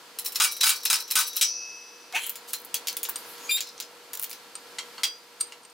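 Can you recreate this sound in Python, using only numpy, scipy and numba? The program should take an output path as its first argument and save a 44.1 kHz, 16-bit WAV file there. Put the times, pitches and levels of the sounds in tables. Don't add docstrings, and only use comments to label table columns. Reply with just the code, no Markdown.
import sys
import numpy as np
from scipy import signal
from scipy.fft import rfft, irfft
from scipy.io import wavfile
from scipy.ndimage import uniform_filter1d
from numba import njit

SR = 44100
rng = np.random.default_rng(int(sys.argv[2]) if len(sys.argv) > 2 else 0)


def invert_db(level):
    return 10 ** (np.asarray(level, dtype=float) / 20)


def inscribe(sig):
    pcm = np.round(np.clip(np.atleast_2d(sig).T, -1, 1) * 32767)
    wavfile.write(sys.argv[1], SR, pcm.astype(np.int16))


N = 252674
T = np.arange(N) / SR


def noise():
    return rng.standard_normal(N)


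def unit(x):
    return x / np.sqrt(np.mean(x ** 2))


def band(x, lo_hz, hi_hz, order=2):
    return signal.sosfilt(signal.butter(order, [lo_hz, hi_hz], "bandpass", fs=SR, output="sos"), x)


def walk(rate_hz):
    k = int(SR / rate_hz)
    return uniform_filter1d(np.repeat(rng.standard_normal(N // k + 1), k), k)[:N]


def curves(table):
    s, *columns = np.transpose(table)
    gate = uniform_filter1d(1. * ((T > s[0]) & (T < s[-1])), size=200)
    return [np.interp(T, s, c) for c in columns] + [gate]


def effort(start_s, level_db, rise_s, hold_s, fall_s):
    times = np.cumsum([start_s, rise_s, hold_s, fall_s])
    levels = level_db - 26.5 * np.array([1, 0, 0, 1])
    return curves(np.transpose([times, levels]))


def heard(level):
    return invert_db(level[0]) * level[1]


def resonances(x, peaks):
    total = 0
    for hz, width_hz, db in peaks:
        total = total + invert_db(db) * signal.lfilter(*signal.iirpeak(hz, hz / width_hz, SR), x) / np.sqrt(width_hz)
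    return unit(total)


def squeak(hz, db, gate, overtones, wobble, flutter_db):
    phase = 2 * np.pi * np.cumsum(hz * (1 + wobble * walk(250))) / SR
    tone = 0
    for k, overtone_db in enumerate(overtones):
        tone = tone + invert_db(overtone_db + flutter_db * walk(119.95)) * np.sin((k + 1) * phase)
    return gate * invert_db(db) * tone


@njit
def ring(force, which, gain, pole):
    out = np.zeros(len(force))
    for m in range(pole.shape[1]):
        z = 0j
        for i in range(len(force)):
            z = z * pole[which[i], m] + force[i] * gain[which[i], m] + 1e-18
            out[i] += z.imag
    return out


def knocks(events, modes, ring_db, bare_db, strike_db, grit_db=2.5, clump_db=2.5, scatter_db=3.0,
           treble_hz=7800, tick=0.68, detune=.001):
    events = sorted(events)
    envelope, which, blow = np.zeros((3, N)), np.zeros(N, np.int64), np.zeros(N)
    t = T[:SR // 4]
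    linger = np.array([[1.6], [1], [1]])
    for k, (s, db, high_db, low_db, t60_s, held_s) in enumerate(events):
        i = int(s * SR)
        chatter = np.exp(-np.log(1000) * np.maximum(t - held_s, 0) / (t60_s * linger))
        fade = chatter + tick * np.exp(-t / 0.00094)
        new = (invert_db(db + np.array([[low_db], [0], [high_db]])) * fade)[:, :N - i]
        envelope[:, i:i + len(t)] = np.maximum(envelope[:, i:i + len(t)], new)
        blow[i] = invert_db(db + strike_db)
        which[i:] = k
    grit = unit(noise() * invert_db(grit_db * noise() + clump_db * walk(400)))
    grit[blow > 0] = 1.56
    bare = 0
    for e, (lo, hi) in zip(envelope, [(860, 1700), (2350, 8290), (treble_hz, 20200)]):
        bare = bare + band(e * grit, lo, hi, order=3) * np.sqrt(SR / 2 / (hi - lo))
    hz, db, t60_s = np.transpose(modes)
    high_db, low_db = np.array(events)[:, 2:4].T
    db = db + np.outer(np.minimum(low_db + 10, 3), hz < 1900) + np.outer(np.minimum(high_db, 0), hz > 9200)
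    shape = (len(events), len(hz))
    gain = invert_db(db + scatter_db * rng.standard_normal(shape)) * (-1.) ** np.arange(len(hz))
    loose_hz = hz * (1 + detune * rng.standard_normal(shape))
    pole = np.exp(2j * np.pi * loose_hz / SR - np.log(1000) / (t60_s * SR))
    return invert_db(bare_db) * bare + ring(invert_db(ring_db) * bare + blow, which, gain, pole)


# chatter_t60_s, chatter_held_s
CHATTER_OF_KIND = dict(pump=(0.13, 0.006), link=(0.095, 0.0014), spring=(.07, 0.03), handle=(0.085, 0.0036),
                   tick=(0.023, 0.00099), glint=(0.046, 0.0022), shim=(0.078, 0.0055), part=(0.094, 0.0033),
                   bearing=(0.036, 0.0028))


def kind(rows, name, *shared_db):
    return [(*row, *shared_db, *CHATTER_OF_KIND[name]) for row in rows]


# pitch_hz, level_db (against the air)
LAMP_LINES = [(479, -3.5), (963, -8.5), (1349, -7.5), (1662, -13), (4930, -11), (4330, -9.5)]


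def lamp_hum():
    hum = 0
    for hz, db in LAMP_LINES:
        hum = hum + invert_db(db + 3.5 + walk(14)) * np.sin(2 * np.pi * hz * T + .5 * walk(8.9))
    return hum


# pitch_hz, level_db (per Hz)
HUSH_COLOUR = [(15, -62), (25, -53), (142, -16.5), (330, -5.5), (368, -6.5), (483, -2.5), (584, -6.5),
               (952, -4.5), (1780, -11.5), (4240, -14.5), (4730, -14), (5130, -16.5), (5720, -18),
               (15200, -25.5), (16500, -51)]


def air(level_db):
    hz, colour_db = np.transpose(HUSH_COLOUR)
    f = np.fft.rfftfreq(N, 1 / SR)
    shape = invert_db(np.interp(np.log(f + 1), np.log(hz), colour_db))
    mid, side = (irfft(rfft(noise()) * shape, N) for _ in range(2))
    side = invert_db(-19) * side + invert_db(-6.0) * band(side, 1230, 21000)
    both = np.array([mid + side, mid - side]) / np.std(band(mid, 150, 785))
    treble = np.array([band(c, 1140, 22000) for c in both])
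    treble_gain = invert_db(3.5 + 0.91 * walk(5.8)) - 1
    return invert_db(level_db - 3.5 + 1.06 * walk(5.19)) * (both + treble_gain * treble + lamp_hum())


def ducked(metal):
    start_db, lowest_db, loudest_db, slope, climb_db_per_s = -54, -56, -22.5, 4.4, 3.5
    loud_db = 10 * np.log10(uniform_filter1d(metal[0] ** 2, size=1300) + 1e-9)
    ceiling = lowest_db + slope * np.maximum(loudest_db - loud_db, 0)
    ceiling[0] = start_db
    climb = climb_db_per_s * T
    return uniform_filter1d(climb + np.minimum.accumulate(ceiling - climb), size=900)


def garage(x):
    t60_s, tail_db = 0.17, -9
    t = T[:SR // 2]
    fade = np.exp(-np.log(1000) * t / t60_s) * (1 - np.exp(-t / 0.0032))
    tail = signal.lfilter([1], [1, -.35], rng.standard_normal((3, len(t))) * fade)
    tail = np.array([0.7 * tail[0] + tail[1], 0.72 * tail[0] + tail[2]])
    tail *= invert_db(tail_db) / np.sqrt(np.sum(tail ** 2) / 2)
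    return x * invert_db(np.array([[.4], [-.4]])) + signal.fftconvolve(x[None], tail)[:, :N]


# start_s, peak_db, treble_db, lows_db (both against the peak)
BEARING_KNOCKS = [
    (3.158, -21, -1.5, -19),
    (4.5535, -27, -12, -15),
    (5.4015, -35, -5, -19),
    (5.4055, -26, -5, -19),
    (5.409, -15.5, -4, -21),
    (5.412, -21, -6, -24.5),
    (5.633, -47, -14, -38),
    (5.65, -40.5, -14, -38),
    (5.698, -47, -14, -38),
]
# pitch_hz, level_db, t60_s
RACE_MODES = [(1316, -8, 0.033), (4610, -13, 0.025), (4200, -17, 0.032), (5846, -17, .04),
              (4818, -20, 0.18), (6780, -11, 0.02), (8650, 3, 0.025), (8580, -10, 0.07), (9948, -22, 0.05),
              (11530, -26, 0.09)]


def bearing():
    return knocks(kind(BEARING_KNOCKS, "bearing"), RACE_MODES, ring_db=-57.0, bare_db=-14.5, strike_db=-1.0,
                  scatter_db=-0.1, tick=.3)


# start_s, peak_db, treble_db, lows_db (both against the peak)
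SHIM_KNOCKS = [
    (4.785, -17.5, -19, -10.5),
    (4.9801, -32, -9, 5),
    (5.522, -32, -16, -13),
]
# pitch_hz, level_db, t60_s
SHIM_MODES = [(1332, -12, 0.058), (2030, 3, .035), (2336, -4, 0.037), (2750, -1, 0.035), (3230, -2, 0.14),
              (4040, -11, .04), (4430, 0.5, 0.035), (4900, -10, .06), (5640, -4, 0.04), (6360, -15, .03),
              (7350, -15, .03)]


def shims():
    return knocks(kind(SHIM_KNOCKS, "shim"), SHIM_MODES, ring_db=-50.0, bare_db=-15.0, strike_db=-15.0,
                  scatter_db=4.5)


# start_s, peak_db, treble_db, lows_db (both against the peak)
PART_KNOCKS = [
    (5.0335, -5, -6, -19),
]
# pitch_hz, level_db, t60_s
IRON_MODES = [(1340, -11, 0.046), (2060, -3, 0.03), (2340, -20, 0.12), (3120, -4, 0.057), (3270, 1.5, 0.11),
              (3355, -2.5, 0.13), (3480, -5, 0.067), (3994, -12, 0.16), (4600, -9, 0.15),
              (4830, -3.5, 0.33), (5180, -4, 0.05), (5534, -4, .09), (5857, -16, 0.37), (6700, -26, .25),
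              (8484, -18, .1), (10400, -16, .06)]


def parts():
    return knocks(kind(PART_KNOCKS, "part"), IRON_MODES, ring_db=-54.5, bare_db=-14.5, strike_db=-18.0,
                  scatter_db=0.8, tick=.3)


# pitch_hz, width_hz, level_db
OIL_PEAKS = [(10300, 250, -2), (10480, 200, -3), (10900, 150, -1), (11700, 200, 3), (12900, 250, 3),
             (13700, 200, 3)]


def oil():
    jets = invert_db(5 * walk(18)) * resonances(noise(), OIL_PEAKS) + 0.44 * unit(band(noise(), 4200, 20000))
    hiss = invert_db(3.7 * walk(34)) * jets
    whistle = resonances(noise(), [(6630, 300, 0)])
    return (heard(effort(3.16, -52.5, .01, .31, .02)) * hiss
            + heard(effort(3.36, -46, .09, .035, .012)) * whistle)


# time_s, level_db
RUB_LEVEL = [(3.488, -54.5), (3.497, -38), (3.52, -38.5), (3.565, -47), (3.574, -30), (3.59, -31.5),
             (3.605, -46), (3.63, -68)]
# pitch_hz, width_hz, level_db
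RUB_PEAKS = [(2730, 140, 9), (3270, 270, 8), (3850, 720, 12.5), (5470, 400, 4), (7400, 1000, 7),
             (10000, 1000, 0), (14500, 2500, -24)]
# pitch_hz, width_hz, level_db
BODY_PEAKS = [(4160, 210, 0), (5050, 300, 1), (5600, 350, -6)]


def thread_rub():
    rub = heard(curves(RUB_LEVEL)) * invert_db(3.5 * walk(250)) * resonances(noise(), RUB_PEAKS)
    body = invert_db(3. * walk(90)) * resonances(noise(), BODY_PEAKS)
    return rub + heard(effort(3.6, -46, .02, .06, .16)) * body


# time_s, level_db
FIRST_SQUEAK = [(3.488, -46), (3.495, -19), (3.506, -19), (3.511, -27), (3.519, -21), (3.527, -29),
                (3.536, -48), (3.548, -35), (3.558, -52)]
# time_s, pitch_hz, level_db
SECOND_SQUEAK = [(3.505, 3630, -50), (3.511, 3630, -23), (3.53, 3640, -22), (3.559, 3690, -24),
                 (3.566, 3800, -23), (3.572, 3760, -34), (3.588, 3700, -50)]
FIRST_OVERTONES = [-0.5, -8.5, -20, -19, -23, -22]
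SECOND_OVERTONES = [0.5, -6, -7.5, -6]


def valve_squeaks():
    first_hz = 2390
    first = squeak(first_hz, *curves(FIRST_SQUEAK), FIRST_OVERTONES, 0.009, 1.8)
    octave = squeak(first_hz, *effort(3.5, -31, .008, .022, .07), [-30., 0], 0.0054, 2.5)
    sum_tone = squeak(8440, *effort(3.508, -42, .004, .015, .02), [0], .003, 3.3)
    second = squeak(*curves(SECOND_SQUEAK), SECOND_OVERTONES, 0.005, 2.0)
    return first + octave + sum_tone + second


# time_s, pitch_hz, level_db
GROAN_GLIDE = [(2.132, 730, -66), (2.138, 716.5, -36), (2.15, 750, -30), (2.161, 885, -33),
               (2.174, 936, -31), (2.182, 970, -44), (2.195, 905, -54)]
GROAN_OVERTONES = [-0.5, -18, -1.5, -24]
# pitch_hz, width_hz, level_db
FREEING_PEAKS = [(1780, 420, -3), (2240, 88, -3), (2520, 200, 9.5), (2740, 150, -30), (5900, 500, -3.5),
                 (10100, 600, -25)]
SLIDING_PEAKS = [(2370, 170, -10), (3140, 330, 2.5), (4020, 95, -9), (7240, 1600, -2.5), (10520, 220, -1),
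                 (13600, 1500, -11)]


def drag():
    grains = noise() * invert_db(3.0 * walk(500) + 1.8 * walk(60))
    low = resonances(grains, FREEING_PEAKS) + 0.089 * unit(band(grains, 650, 19000))
    high = resonances(grains, SLIDING_PEAKS) + 0.11 * unit(band(grains, 2700, 15000))
    brush = unit(band(grains, 3500, 16000))
    scrape = heard(effort(2.126, -27, .024, .03, .035)) * low
    scrape += heard(effort(2.12, -35, .1, .045, .09)) * high
    scrape += heard(effort(2.468, -41, .015, .02, .05)) * brush
    return scrape + squeak(*curves(GROAN_GLIDE), GROAN_OVERTONES, 0.018, 2.3)


# start_s, peak_db, treble_db (against the peak)
RIM_GLINTS = [(2.2654, -30, 17), (2.295, -26, 14), (2.303, -39, 17.5), (2.5854, -49, 16), (2.6, -50, 14),
              (2.6173, -50, 14), (2.6486, -46, 21), (3.0876, -38, 14), (3.094, -27, 16), (4.2155, -42, 20),
              (4.2263, -29, 13), (4.2335, -31, 15), (4.2415, -28.5, 12), (4.304, -41, 16)]
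# pitch_hz, level_db, t60_s
RIM_MODES = [(7200, -14, .05), (10600, -12, .02), (12800, -2, .02), (13700, -3, .025), (14800, 0, .02)]


def glints():
    return knocks(kind(RIM_GLINTS, "glint", -14), RIM_MODES, ring_db=-52., bare_db=-13.5, strike_db=-18.,
                  treble_hz=11300, tick=2.2)


# start_s, peak_db, treble_db, lows_db (both against the peak)
HANDLE_KNOCKS = [(2.1251, -34, -7, 1), (2.356, -29.5, 5, -23), (2.5326, -21, 8, -12.5),
                 (2.5385, -21, -14, -25), (2.7427, -16, 4.5, -23), (2.7525, -19.5, -25, -33),
                 (2.8713, -18.5, -1, -25), (2.8833, -14, -3, -31), (2.9682, -24, 7.5, -26),
                 (3.031, -22.5, 11, -27), (3.052, -24, -11, -17), (3.0876, -37, -4, 7.5),
                 (3.2375, -40, -7, 2), (3.381, -35.5, -2, -7), (3.6061, -17.5, -3.5, -27),
                 (3.8011, -22, 1.5, -18.5), (3.823, -27.5, -27, -24), (4.133, -25, 6, -11),
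                 (4.2426, -27, 1, -23), (4.2954, -40, 9, -22), (4.3126, -27, 3, -31),
                 (4.3297, -27.5, 0.5, -12)]
# start_s, peak_db, treble_db (against the peak)
PIPE_TICKS = [
    (2.1787, -42, -20),
    (2.9282, -31, 5),
    (3.6726, -43, 7),
    (3.6894, -43, 5),
    (4.152, -28, 8),
    (4.173, -28, 9.5),
    (4.1961, -26, 10),
    (3.779, -36.5, -20),
    (3.79, -44, -20),
]
# pitch_hz, level_db, t60_s
PIPE_MODES = [(2540, -22, 0.1), (3276, -15, 0.12), (4115, -14, 0.19), (4440, -9, 0.073), (5120, -10, 0.06),
              (5527, -11, 0.08), (6170, -7.5, 0.11), (7060, -15, 0.11), (7166, 3, 0.022),
              (9000, -20, 0.072), (11150, -18, .03), (12500, -6, .025)]


def handle():
    touches = kind(HANDLE_KNOCKS, "handle") + kind(PIPE_TICKS, "tick", -14)
    return knocks(touches, PIPE_MODES, ring_db=-45.0, bare_db=-14.0, strike_db=-19.5, scatter_db=3.0,
                  tick=2.0, detune=.015)


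# start_s, peak_db
SPRING_JOLTS = [
    (.401, -39),
    (.633, -40),
    (.901, -41.5),
    (1.155, -37.5),
    (1.412, -29),
]
# pitch_hz, level_db, t60_s
SPRING_MODES = [(5168, -18, 1.3), (6056, -13, 1.6), (4317, -14, .9), (5340, -1, 0.41), (6080, -9, 1.7),
                (3871, -25, 1), (4538, -9, 1), (4750, -14, .85), (4020, -14, 0.66), (4880, -15.5, 2.7),
                (4950, -17, 0.4), (5150, -8, .3), (5130, -9, 0.92), (5380, -11, 2.3), (5502, -2.5, 0.86),
                (5636, -9, 1.2), (5900, -11, 1.9), (5800, -3, 0.91), (5873, -1.5, 1.4), (5916, -2.5, 1.3),
                (5900, 7, 0.34), (6148, -5, .5), (5950, -7, 0.51), (6160, -15, .4), (6540, -15.5, 1.1),
                (6700, -11, .3)]
# time_s, level_db
LATE_SWELL = [(1.43, -62), (1.52, -53), (1.63, -44), (1.75, -47), (1.9, -56), (2.13, -62)]


def springs():
    chance = rng.standard_normal((45, 3))
    crowd = [5750 + 420 * chance[:, 0], -15 + 3 * chance[:, 1], 0.6 * invert_db(2.3 * chance[:, 2])]  # Hz, dB, t60 s
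    modes = np.vstack([SPRING_MODES, np.transpose(crowd)])
    high_db, low_db = -26, -21
    ringing = knocks(kind(SPRING_JOLTS, "spring", high_db, low_db), modes, ring_db=-51.0, bare_db=-68.0,
                     strike_db=-2.5, scatter_db=.8, detune=.0001)
    ringing += heard(curves(LATE_SWELL)) * np.sin(2 * np.pi * 2595 * T)
    return ringing * np.exp(-np.maximum(T - 2.13, 0) / .03)


# pitch_hz, level_db, t60_s
FRAME_MODES = [(3400, -18, .5), (3874, -3.5, 0.89), (3957, 3, 0.32), (4060, -8, .6), (4350, -2, 0.37),
               (4455, 1, 0.31), (4545, -10.5, 1.4), (4930, -9, 0.4), (5510, -4, 0.32), (5900, -11, 0.31)]


def frame(blows):
    heavy = [(s, db + low_db, high_db, -10, *rest) for s, db, high_db, low_db, *rest in blows]
    return knocks(heavy, FRAME_MODES, ring_db=-50.5, bare_db=-68., strike_db=-29.5, scatter_db=0.6, detune=.0025)


# start_s, peak_db, treble_db (against the peak)
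LINK_KNOCKS = [(.187, -22.5, 8), (.2445, -39, 10), (.2484, -30.5, 11), (.2588, -25.5, 10), (.263, -22.5, 8),
               (.3211, -30.5, 8), (.3482, -35, 4.5), (.352, -31, 2), (.3575, -16, 0.5), (.512, -29.5, 7),
               (.521, -28, 8.5), (.5661, -29.5, 7), (.606, -29, -2), (.609, -15.5, -3), (.612, -10.5, -4.5),
               (.7593, -25.5, 3.5), (.805, -36.5, 0), (.8324, -31, 4), (.852, -20.5, 10.5),
               (.857, -12.5, -2), (1.002, -25, 4.5), (1.0777, -33, 2), (1.104, -25.5, -2),
               (1.1106, -15, 4.5), (1.2665, -32, 6), (1.2744, -27.5, 11), (1.3316, -33, 2),
               (1.3484, -36, 0), (1.359, -27, 4), (1.3646, -26.5, 14.5), (1.3693, -17.5, 5.5)]
# pitch_hz, level_db, t60_s
PIN_MODES = [(1253, -10.5, 0.057), (2430, -15, 0.061), (3910, -1.5, 0.045), (4043, 2.5, 0.031),
             (5420, 3, 0.05), (5920, -2, 0.041), (6190, -5, 0.034), (7120, -2, 0.031), (9000, -23, 0.027),
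             (10600, -6, 0.045), (11400, -5, .04), (12800, -2, .025), (14100, -7, .04)]


def links(slack):
    return knocks(slack, PIN_MODES, ring_db=-42.5, bare_db=-12.5, strike_db=-13.0, scatter_db=1.8, detune=.008)


# start_s, peak_db, treble_db, lows_db (both against the peak)
PUMP_KNOCKS = [(.4, -11, -2.5, -10.5), (.4194, -13, -2.5, -13.5), (.4395, -12, -0.5, -15),
               (.456, -20, -2, -18), (.6326, -12, -3, -11.5), (.647, -17, 3, -11), (.6662, -12, 1, -12.5),
               (.6727, -13, 0.5, -17), (.6926, -12.5, 2, -15), (.703, -14, 1, -13.5),
               (.9004, -10.5, -0.5, -12), (.9294, -12.5, 0, -13.5), (.9496, -17.5, -1, -12.5),
               (1.1546, -13, 3, -14.5), (1.1665, -13, -1, -13.5), (1.1879, -14.5, 3, -11.5),
               (1.207, -17, 1, -14), (1.4116, -9.5, -0.5, -26), (1.4251, -11, -7, -25),
               (1.443, -19, -3, -24)]
# pitch_hz, level_db, t60_s
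JACK_MODES = [(949, -23, 0.42), (1193, -20, 0.3), (1253, -3.5, 0.08), (1308, -6, 0.088), (1390, -5.5, 0.1),
              (1502, -6, 0.14), (2310, -10.5, 0.21), (2396, -2.5, 0.068), (4004, -1, 0.048),
              (4910, -6.5, 0.15), (5210, -6, 0.11), (6530, -2.5, 0.059), (7840, -4.5, 0.085),
              (8350, -10, 0.096), (9005, 6, 0.046), (9770, -1.5, 0.13), (11300, -17, .05)]


def pump(strokes):
    return knocks(strokes, JACK_MODES, ring_db=-46.5, bare_db=-11.5, strike_db=-16.0, scatter_db=2.2,
                  tick=1.3, detune=.008)


def scene():
    strokes, slack = kind(PUMP_KNOCKS, "pump"), kind(LINK_KNOCKS, "link", -17.5)
    press = pump(strokes) + frame(strokes + slack) + links(slack) + springs()
    pipe = handle() + glints() + drag()
    valve = oil() + thread_rub() + valve_squeaks()
    metal = garage(press + pipe + valve + parts() + shims() + bearing())
    return metal + air(ducked(metal))


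def low_pass(x):
    return signal.sosfilt(signal.butter(12, 16970, fs=SR, output="sos"), x)


def record(dry):
    limit = .6
    soft = limit * np.tanh(dry / limit)
    soft = signal.sosfilt(signal.ellip(8, .2, 40, 15900, fs=SR, output="sos"), soft)
    return low_pass(soft)


dry = scene()
out = record(dry)
inscribe(out)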